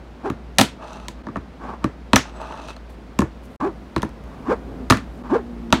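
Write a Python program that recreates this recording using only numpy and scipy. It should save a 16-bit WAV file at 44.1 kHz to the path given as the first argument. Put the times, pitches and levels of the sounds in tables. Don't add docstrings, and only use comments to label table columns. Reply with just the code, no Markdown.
import sys
import numpy as np
from scipy import signal
from scipy.fft import rfft, irfft, next_fast_len
from scipy.io import wavfile
from scipy.ndimage import uniform_filter1d, map_coordinates

SR = 44100
rng = np.random.default_rng(int(sys.argv[2]) if len(sys.argv) > 2 else 0)


def linear_from_db(decibels):
    return 10 ** (np.asarray(decibels, float) / 20)


def persist_wave(psi):
    counts = np.round(np.clip(psi, -1, 1) * 32767).astype(np.int16)
    wavfile.write(sys.argv[1], SR, np.atleast_2d(counts).T)


N = 255780
T = np.arange(N) / SR

# start_s, click_db, deck_db, thud_db, thud_hz
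DESK_BLOWS = [(0.5847, 4.5, -8.5, -10.5, 223), (0.59, -7.5, -1, -5.5, 179), (0.5975, -7, -2.5, -16, 248),
              (0.6092, -8, -15, -8, 253), (0.6128, 4.5, -3.5, -13, 258), (2.1326, -2, 2.5, -3, 240),
              (2.159, 2.5, -7.5, -15.5, 98), (2.1625, -2.5, 1.5, -13.5, 106), (4.9, -3, -6, -7, 353),
              (4.904, -6, 0, -22.5, 128), (4.9075, -1.5, -3, -1, 136), (4.9225, -12.5, -1.5, -24, 119),
              (4.9715, -22, -21, -20, 193), (5.704, -35, -34, -62, 219.5), (5.7256, -2.5, 1.5, -7.5, 190),
              (5.729, -10.5, -7.5, -6, 180)]
# start_s, click_db, deck_db, thud_db, thud_hz
BOX_BLOWS = [(0.3004, -25, -22.5, -15.5, 243), (1.0834, -16.5, -24.5, -30.5, 210),
             (1.2678, -37.5, -20, -26, 216), (1.286, -45, -27, -27.5, 261), (1.3579, -35, -14, -24, 360),
             (1.3682, -32, -19.5, -27.5, 196.6), (1.8422, -17, -14, -9.5, 250),
             (3.1896, -14, -10.5, -9.5, 232), (3.2054, -25, -22, -17.5, 229),
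             (3.2185, -29, -10.5, -12, 170), (3.9627, -16.5, -10, -12, 307), (3.9802, -27, -41, -27, 250),
             (4.0199, -22, -49, -46, 285), (4.0295, -23.5, -10.5, -14.5, 385), (4.048, -36, -42, -27, 330),
             (4.0923, -39.5, -50, -53, 133)]
# start_s, deck_hz, loosest_axle_hz, snap_db
HOLDS = [(0, 1210, 2400, -9.5), (.5, 757, 3710, -6), (1, 980, 2250, -8), (1.2, 1125, 1720, -29),
         (1.8, 1126, 2770, -14), (2, 1060, 1860, -21), (2.15, 810, 5870, -15), (3, 1070, 6460, -7.5),
         (3.9, 1110, 1720, -14.5), (4, 1000, 1720, -7.5), (4.8, 1187, 2500, -11), (5.6, 1167, 3030, -24.5)]
# pitch_hz, level_db, t60_s
DESK_MODES = [(71.4, -5.5, .15), (115, 7, 0.1), (208, 6, 0.086), (253, 3, 0.15), (327, -4, 0.13),
              (442, -11.5, 0.12)]
# pitch_hz, level_db, t60_s
BOX_MODES = [(80, -0.5, 0.14), (129, 1, 0.1), (207, 14, 0.033), (265.3, -1.5, 0.097), (325, 2, 0.09),
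             (556, -11.5, 0.066)]
# pitch_hz, level_db, t60_s
DECK_MODES = [(660, -8, .03), (960, -5, .03), (1300, -6, .025), (1750, -6, .02)]
# pitch_hz, level_db
AXLE_MODES = [(1750, -13.5), (2700, -7), (3800, -8.5), (6200, -12)]
# pitch_hz, level_db
CONTACT_SPECTRUM = [(800, -40), (1800, 1.5), (2600, 9), (3900, 4), (6200, -3), (9500, -12), (14000, -37.5),
                    (16000, -42)]

# start_s, peak_db, pitch_hz
AXLE_TICKS = [(0.551, -53, 6300), (0.562, -50, 6200), (0.572, -50.5, 6300), (0.802, -55, 2800),
              (0.8774, -50, 2570), (0.9312, -37.5, 6300), (1, -36.5, 2620), (2.296, -38.5, 2500),
              (2.3545, -47, 2520), (2.415, -30.5, 3850), (2.4701, -34.5, 2620), (2.5228, -31, 2600),
              (2.575, -35.5, 2800), (2.63, -39, 3100), (2.6844, -28, 2920), (2.7038, -31.5, 2400),
              (2.7649, -34, 4220), (3.437, -49, 2370)]
# start_s, fastest_s, top_slip_hz, level_db
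PUSHES = [
    (.236, 0.268, 411, -26.5),
    (3.616, 3.665, 399, -23),
    (4.476, 4.519, 511, -20),
    (5.308, 5.36, 476, -17),
]
# start_s, hold_s, level_db
BOX_STROKES = [(.2, .02, -49), (.262, 0.023, -23.5), (1.63, 0.081, -30.5), (1.69, 0.05, -33),
               (1.84, 0.0044, -37), (3.5, .05, -54), (3.61, 0.056, -25), (3.645, 0.031, -26),
               (4.27, 0.2, -45.5), (4.47, .02, -29.5), (4.505, 0.019, -19.5), (5.255, 0.03, -36),
               (5.312, 0.036, -25), (5.34, 0.023, -20)]
# start_s, hold_s, rumble_db, hiss_over_rumble_db
DESK_STROKES = [(0.828, 0.02, -33.5, -17), (0.875, 0.033, -39.5, -9), (0.918, 0.053, -38, -11),
                (0.988, 0.077, -44, -10.5), (1.158, 0.034, -55, -24), (2.265, 0.026, -40, -11.5),
                (2.359, 0.024, -39, -13.5), (2.41, 0.19, -34.5, -14.5), (2.618, 0.059, -41, -7),
                (2.686, 0.02, -38, -4), (2.76, .003, -51, -11)]
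# pitch_hz, width_hz, level_db
CARDBOARD_BODY = [(250, 103, 5.5), (888, 260, 3), (1142, 151, 5), (1606, 174, -6), (2320, 530, -17.5),
                  (6700, 7300, -43.5)]
# pitch_hz, width_hz, level_db
ROLLING_BODY = [(300, 200, -8), (646, 55, 1), (880, 110, -1), (1250, 200, -4), (1650, 400, -13)]
# pitch_hz, width_hz, level_db
BEARING_BODY = [(2600, 150, 3), (3900, 900, -6), (6100, 600, -9), (8500, 2500, -18)]
# start_s, hold_s, level_db
SQUEAK = [
    (2.345, .065, -62),
]
# start_s, hold_s, level_db
SLEEVE_STROKES = [
    (2.904, .02, -65),
    (3.44, 0.018, -60.5),
    (3.5, 0.064, -67),
    (5.125, .06, -70),
]

# pitch_hz, t60_s
ROOM_DECAY = [(100, 0.13), (500, 0.15), (3000, 0.24), (8000, 0.19), (15000, 0.11)]
# start_s, hum_db, throb_db, street_db
BACKGROUNDS = [(0, -38.5, -43, -41.5), (1.23, -38.5, -43, -41.5), (2.901, -38.5, -41, -41),
               (3.581, -46, -39, -39.5), (4.239, -35, -36.5, -40), (5.232, -37.5, -37.5, -48.5)]
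# multiple, level_db
ENGINE_ORDERS = [(2, -16), (3, -7), (4, 4.5), (5, -9), (6, -6.5), (8, -12.5)]
# time_s, level_db
BIKE_NEARNESS = [(4.24, -45), (4.612, -37.5), (4.822, -32.5), (4.99, -62), (5.248, -34), (5.39, -36.5),
                 (5.8, -32)]
# pitch_hz, density_db_per_hz
STREET_SPECTRUM = [(47, -52.5), (80, -8.5), (241, 1), (310, -6), (576, -11), (1500, -25), (1950, -43),
                   (3300, -120)]
# pitch_hz, density_db_per_hz
HISS_SPECTRUM = [(350, -19.5), (600, -6), (1050, -8), (1980, -13), (4400, -22.5), (4910, -24.5),
                 (9800, -40.5), (16000, -62)]
# centre_s, half_width_s, level_db
SCENE_FADES = [(1.229, 0.0053, -8), (2.903, 0.0077, 3), (3.582, 0.018, -66), (4.237, 0.0098, 0.5),
               (5.231, 0.0045, -8.5)]


def unit(x):
    return x / np.sqrt(np.mean(x ** 2) + 1e-20)


def along(points, hz):
    f, v = np.transpose(points)
    return np.interp(np.log(hz + 1), np.log(f + 1), v)


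def wobble(rate):
    knots = rng.standard_normal(int(N * rate / SR) + 4)
    return map_coordinates(knots, [T * rate])


def filtered(x, response):
    m = next_fast_len(len(x) + 8192)
    return irfft(rfft(x, m) * response(np.fft.rfftfreq(m, 1 / SR)), m)[:len(x)]


def resonant(body):
    def response(f):
        total = 0
        for k, (hz, width, db) in enumerate(body):
            damping = 1j * f * width
            total = total + (-1) ** k * linear_from_db(db) * damping / (hz * hz - f * f + damping)
        return total
    return response


def swells(rows, rise_db_per_s, fall_db_per_s):
    levels = []
    for s, hold, db in rows:
        rise = rise_db_per_s * np.maximum(s - T, 0)
        fall = fall_db_per_s * np.maximum(T - s - hold, 0)
        levels.append(db - rise - fall)
    return linear_from_db(np.max(levels, axis=0))


def burst(t, t60, hz, sharp):
    puff = linear_from_db(-60 * t / t60) * rng.standard_normal(len(t))
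    return np.sqrt(sharp) * signal.lfilter(*signal.iirpeak(hz, sharp, SR), puff)


def ring(modes, t, attack_s, luck):
    total = 0
    for (hz, db, t60), strength, detune in zip(modes, luck, luck[6:]):
        decay = linear_from_db(db + 2.5 * strength - 60 * t / t60)
        total = total + decay * np.sin(2 * np.pi * hz * (1 + .02 * detune) * t)
    return total * (1 - np.exp(-t / attack_s))


def blows(hits, surface, click_t60, deck_t60, thud_t60, after_db, lag):
    out, broad = np.zeros(N + SR), np.zeros(N + SR)
    t, brief = T[:SR // 4], T[:SR // 25]
    late = np.maximum(t - lag, 0)
    for s, click_db, deck_db, thud_db, thud_hz in hits:
        luck, at = rng.standard_normal(36), round(s * SR)
        _, deck_hz, axle_hz, snap_db = max(row for row in HOLDS if row[0] < s)
        contact = linear_from_db(click_db - 2.5 - 60 * brief / click_t60)
        broad[at:][:len(brief)] += contact * rng.standard_normal(len(brief))
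        axle = linear_from_db(snap_db) * burst(brief, .006, 9000, sharp=2.1)
        for hz, db in AXLE_MODES + [(axle_hz, -3)]:
            axle = axle + linear_from_db(db) * burst(brief, click_t60, hz, sharp=7.8)
        plank_modes = [(deck_hz, 4, deck_t60)] + DECK_MODES
        plank = ring(plank_modes, np.maximum(t - lag / 4, 0), 0.00091, luck)
        push = ring([(thud_hz, 1.5, thud_t60)], late, 0.0019, 0 * luck)
        spread = linear_from_db(after_db) * ring(surface, late, 0.003, luck[12:])
        out[at:][:len(brief)] += linear_from_db(click_db) * axle
        out[at:][:len(t)] += linear_from_db(deck_db) * plank + linear_from_db(thud_db) * (push + spread)
    return out[:N] + filtered(broad[:N], lambda f: linear_from_db(along(CONTACT_SPECTRUM, f)))


def ticks():
    out, broad, t = np.zeros(N), np.zeros(N), T[:900]
    for s, db, hz in AXLE_TICKS:
        at = round(s * SR)
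        out[at:][:len(t)] += linear_from_db(db + 2.5) * burst(t, 0.012, hz, sharp=6.4)
        broad[at:][:len(t)] += linear_from_db(db + 6.5 - 60 * t / 0.015) * rng.standard_normal(len(t))

    def tapped(f):
        bodies = resonant(BEARING_BODY)(f) + linear_from_db(15) * resonant(ROLLING_BODY)(f)
        return bodies / (1 + (f / 9500) ** 4)
    return out + filtered(broad, tapped)


def judder():
    start_hz, ease, sag_hz_per_s = 197.6, 1.15, 2000
    grip_s, coast_s = .013, 0.011
    deaf_hz, deaf_width_hz, deaf_db = 432, 22, -13
    current = np.searchsorted([s - grip_s for s, *_ in PUSHES[1:]], T)
    start, top, top_hz, _ = np.array(PUSHES)[current].T
    to_go = np.clip((top - T) / (top - start), 0, 1)
    rising = top_hz - (top_hz - start_hz) * to_go ** ease
    hz = np.maximum(rising - sag_hz_per_s * np.maximum(T - top, 0), start_hz)
    phase = 2 * np.pi * np.cumsum(hz * (1 + 0.0441 * wobble(150))) / SR
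    wave = np.sin(phase) + .16 * np.sin(2 * phase + 1) + .1 * np.sin(3 * phase)
    strokes = [(s + grip_s, fastest + coast_s - s - grip_s, db) for s, fastest, _, db in PUSHES]
    grip = swells(strokes, rise_db_per_s=1308, fall_db_per_s=531)
    deafness = deaf_db * np.exp(-((hz - deaf_hz) / deaf_width_hz) ** 2)
    return grip * linear_from_db(7 + 0.3 * wobble(94) + deafness) * wave


def gritty(body, rough_db, clump, top_hz):
    unevenness = linear_from_db(rough_db * (wobble(430) + clump * wobble(64)))
    grains = rng.standard_normal(N) * unevenness
    return unit(filtered(grains, lambda f: resonant(body)(f) / np.sqrt(1 + (f / top_hz) ** 6)))


def wheels():
    slide = swells(BOX_STROKES, 520, 650) * gritty(CARDBOARD_BODY, rough_db=1.5, clump=1.0, top_hz=10700)
    rumble = gritty(ROLLING_BODY, rough_db=2.5, clump=.35, top_hz=1900)
    hiss = gritty(BEARING_BODY, rough_db=2.0, clump=0.25, top_hz=9100)
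    roll = swells([row[:3] for row in DESK_STROKES], 330, 400) * rumble
    hiss_strokes = [(s, hold, db + over_db) for s, hold, db, over_db in DESK_STROKES]
    roll = roll + swells(hiss_strokes, 400, 420) * hiss
    sleeve = gritty([(8470, 8000, 0)], rough_db=3, clump=.4, top_hz=15000)
    rustle = swells(SLEEVE_STROKES, 700, 400) * sleeve
    squeak_hz = 7960 - 1500 * (T - SQUEAK[0][0])
    tone = linear_from_db(4.3 * wobble(68)) * np.sin(2 * np.pi * np.cumsum(squeak_hz + 60 * wobble(200)) / SR)
    return slide + roll + rustle + swells(SQUEAK, 430, 300) * tone


def room(x):
    hz, t, z = signal.stft(np.pad(x, (260, 0))[:N], SR, nperseg=256)
    keep = linear_from_db(-120 * (t[1] - t[0]) / along(ROOM_DECAY, hz))
    power = np.abs(z) ** 2
    blurred = uniform_filter1d(power, size=9, axis=0)
    energy = np.where(hz[:, None] < 1500, power, blurred)
    stored = np.array([signal.lfilter([1 - k], [1, -k], e) for k, e in zip(keep, energy)])
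    noise = signal.stft(rng.standard_normal(N), SR, nperseg=256)[2]
    answer = np.sqrt(np.abs(stored)) * noise / np.abs(noise).mean()
    return signal.istft(answer, SR, nperseg=256)[1][:N]


def motorbike(near, since):
    hz = 68.7 - 7.5 * since
    phase = 2 * np.pi * np.cumsum(hz * (1 + .005 * wobble(20))) / SR
    orders = sum(linear_from_db(db + 0.86 * wobble(18.0)) * np.sin(k * phase) for k, db in ENGINE_ORDERS)
    return near * linear_from_db(-10 + 6.5 * since) * orders


def background():
    starts, *levels = np.transpose(BACKGROUNDS)
    current = np.searchsorted(starts[1:], T)
    hum_db, throb_db, street_db = (db[current] for db in levels)
    hum_phase = 2 * np.pi * np.cumsum(58 + 1.8 * wobble(12)) / SR
    hum = linear_from_db(hum_db + 6.0 + 1.5 * wobble(6.2)) * np.sin(hum_phase)
    since = np.maximum(T - 4.24, 0)
    near = (since > 0) * linear_from_db(np.interp(T, *np.transpose(BIKE_NEARNESS)))
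    bike = motorbike(near, since)
    air = unit(filtered(rng.standard_normal(N), lambda f: linear_from_db(along(STREET_SPECTRUM, f))))
    hiss = unit(filtered(rng.standard_normal(N), lambda f: linear_from_db(along(HISS_SPECTRUM, f))))
    throb = unit(filtered(rng.standard_normal(N), resonant([(54.5, 11, 0)])))
    gusts = linear_from_db(1.2 * wobble(7))
    street = (linear_from_db(street_db) + linear_from_db(-6) * near) * gusts * air
    return hum + bike + street + linear_from_db(-50.5) * hiss + linear_from_db(throb_db) * throb


def scene():
    desk = blows(DESK_BLOWS, DESK_MODES, click_t60=0.014, deck_t60=0.012, thud_t60=0.038, after_db=-8.5, lag=.003)
    box = blows(BOX_BLOWS, BOX_MODES, click_t60=0.013, deck_t60=0.021, thud_t60=0.032, after_db=-2, lag=0.00358)
    moving = ticks() + judder() + wheels()
    wet = linear_from_db(-10.5) * room(desk + linear_from_db(-2.0) * box + linear_from_db(-6.5) * moving)
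    return (desk + box + moving + wet + background())[None]


def top_cut(x):
    return signal.sosfilt(signal.butter(12, 16830, fs=SR, output="sos"), x)


def record(dry):
    def microphone(f):
        return (1j * f / (48 + 1j * f)) ** 2 / np.sqrt(1 + (f / 15800) ** 60)
    heard = filtered(dry[0], microphone)[None]
    memory = .12 * SR
    power = signal.lfilter([1 / memory], [1, 1 / memory - 1], heard ** 2)
    ducked = heard / (1 + power / linear_from_db(-27.5)) ** 0.12
    clipped = .85 * ducked / (1 + np.abs(ducked) ** 8) ** (1 / 8)
    fade_db = 0
    for s, half, db in SCENE_FADES:
        fade_db = fade_db + db * np.clip(1.5 - 1.2 * (np.abs(T - s) / half) ** 2, 0, 1)
    return top_cut(clipped * linear_from_db(fade_db))


dry = scene()
out = record(dry)
persist_wave(out)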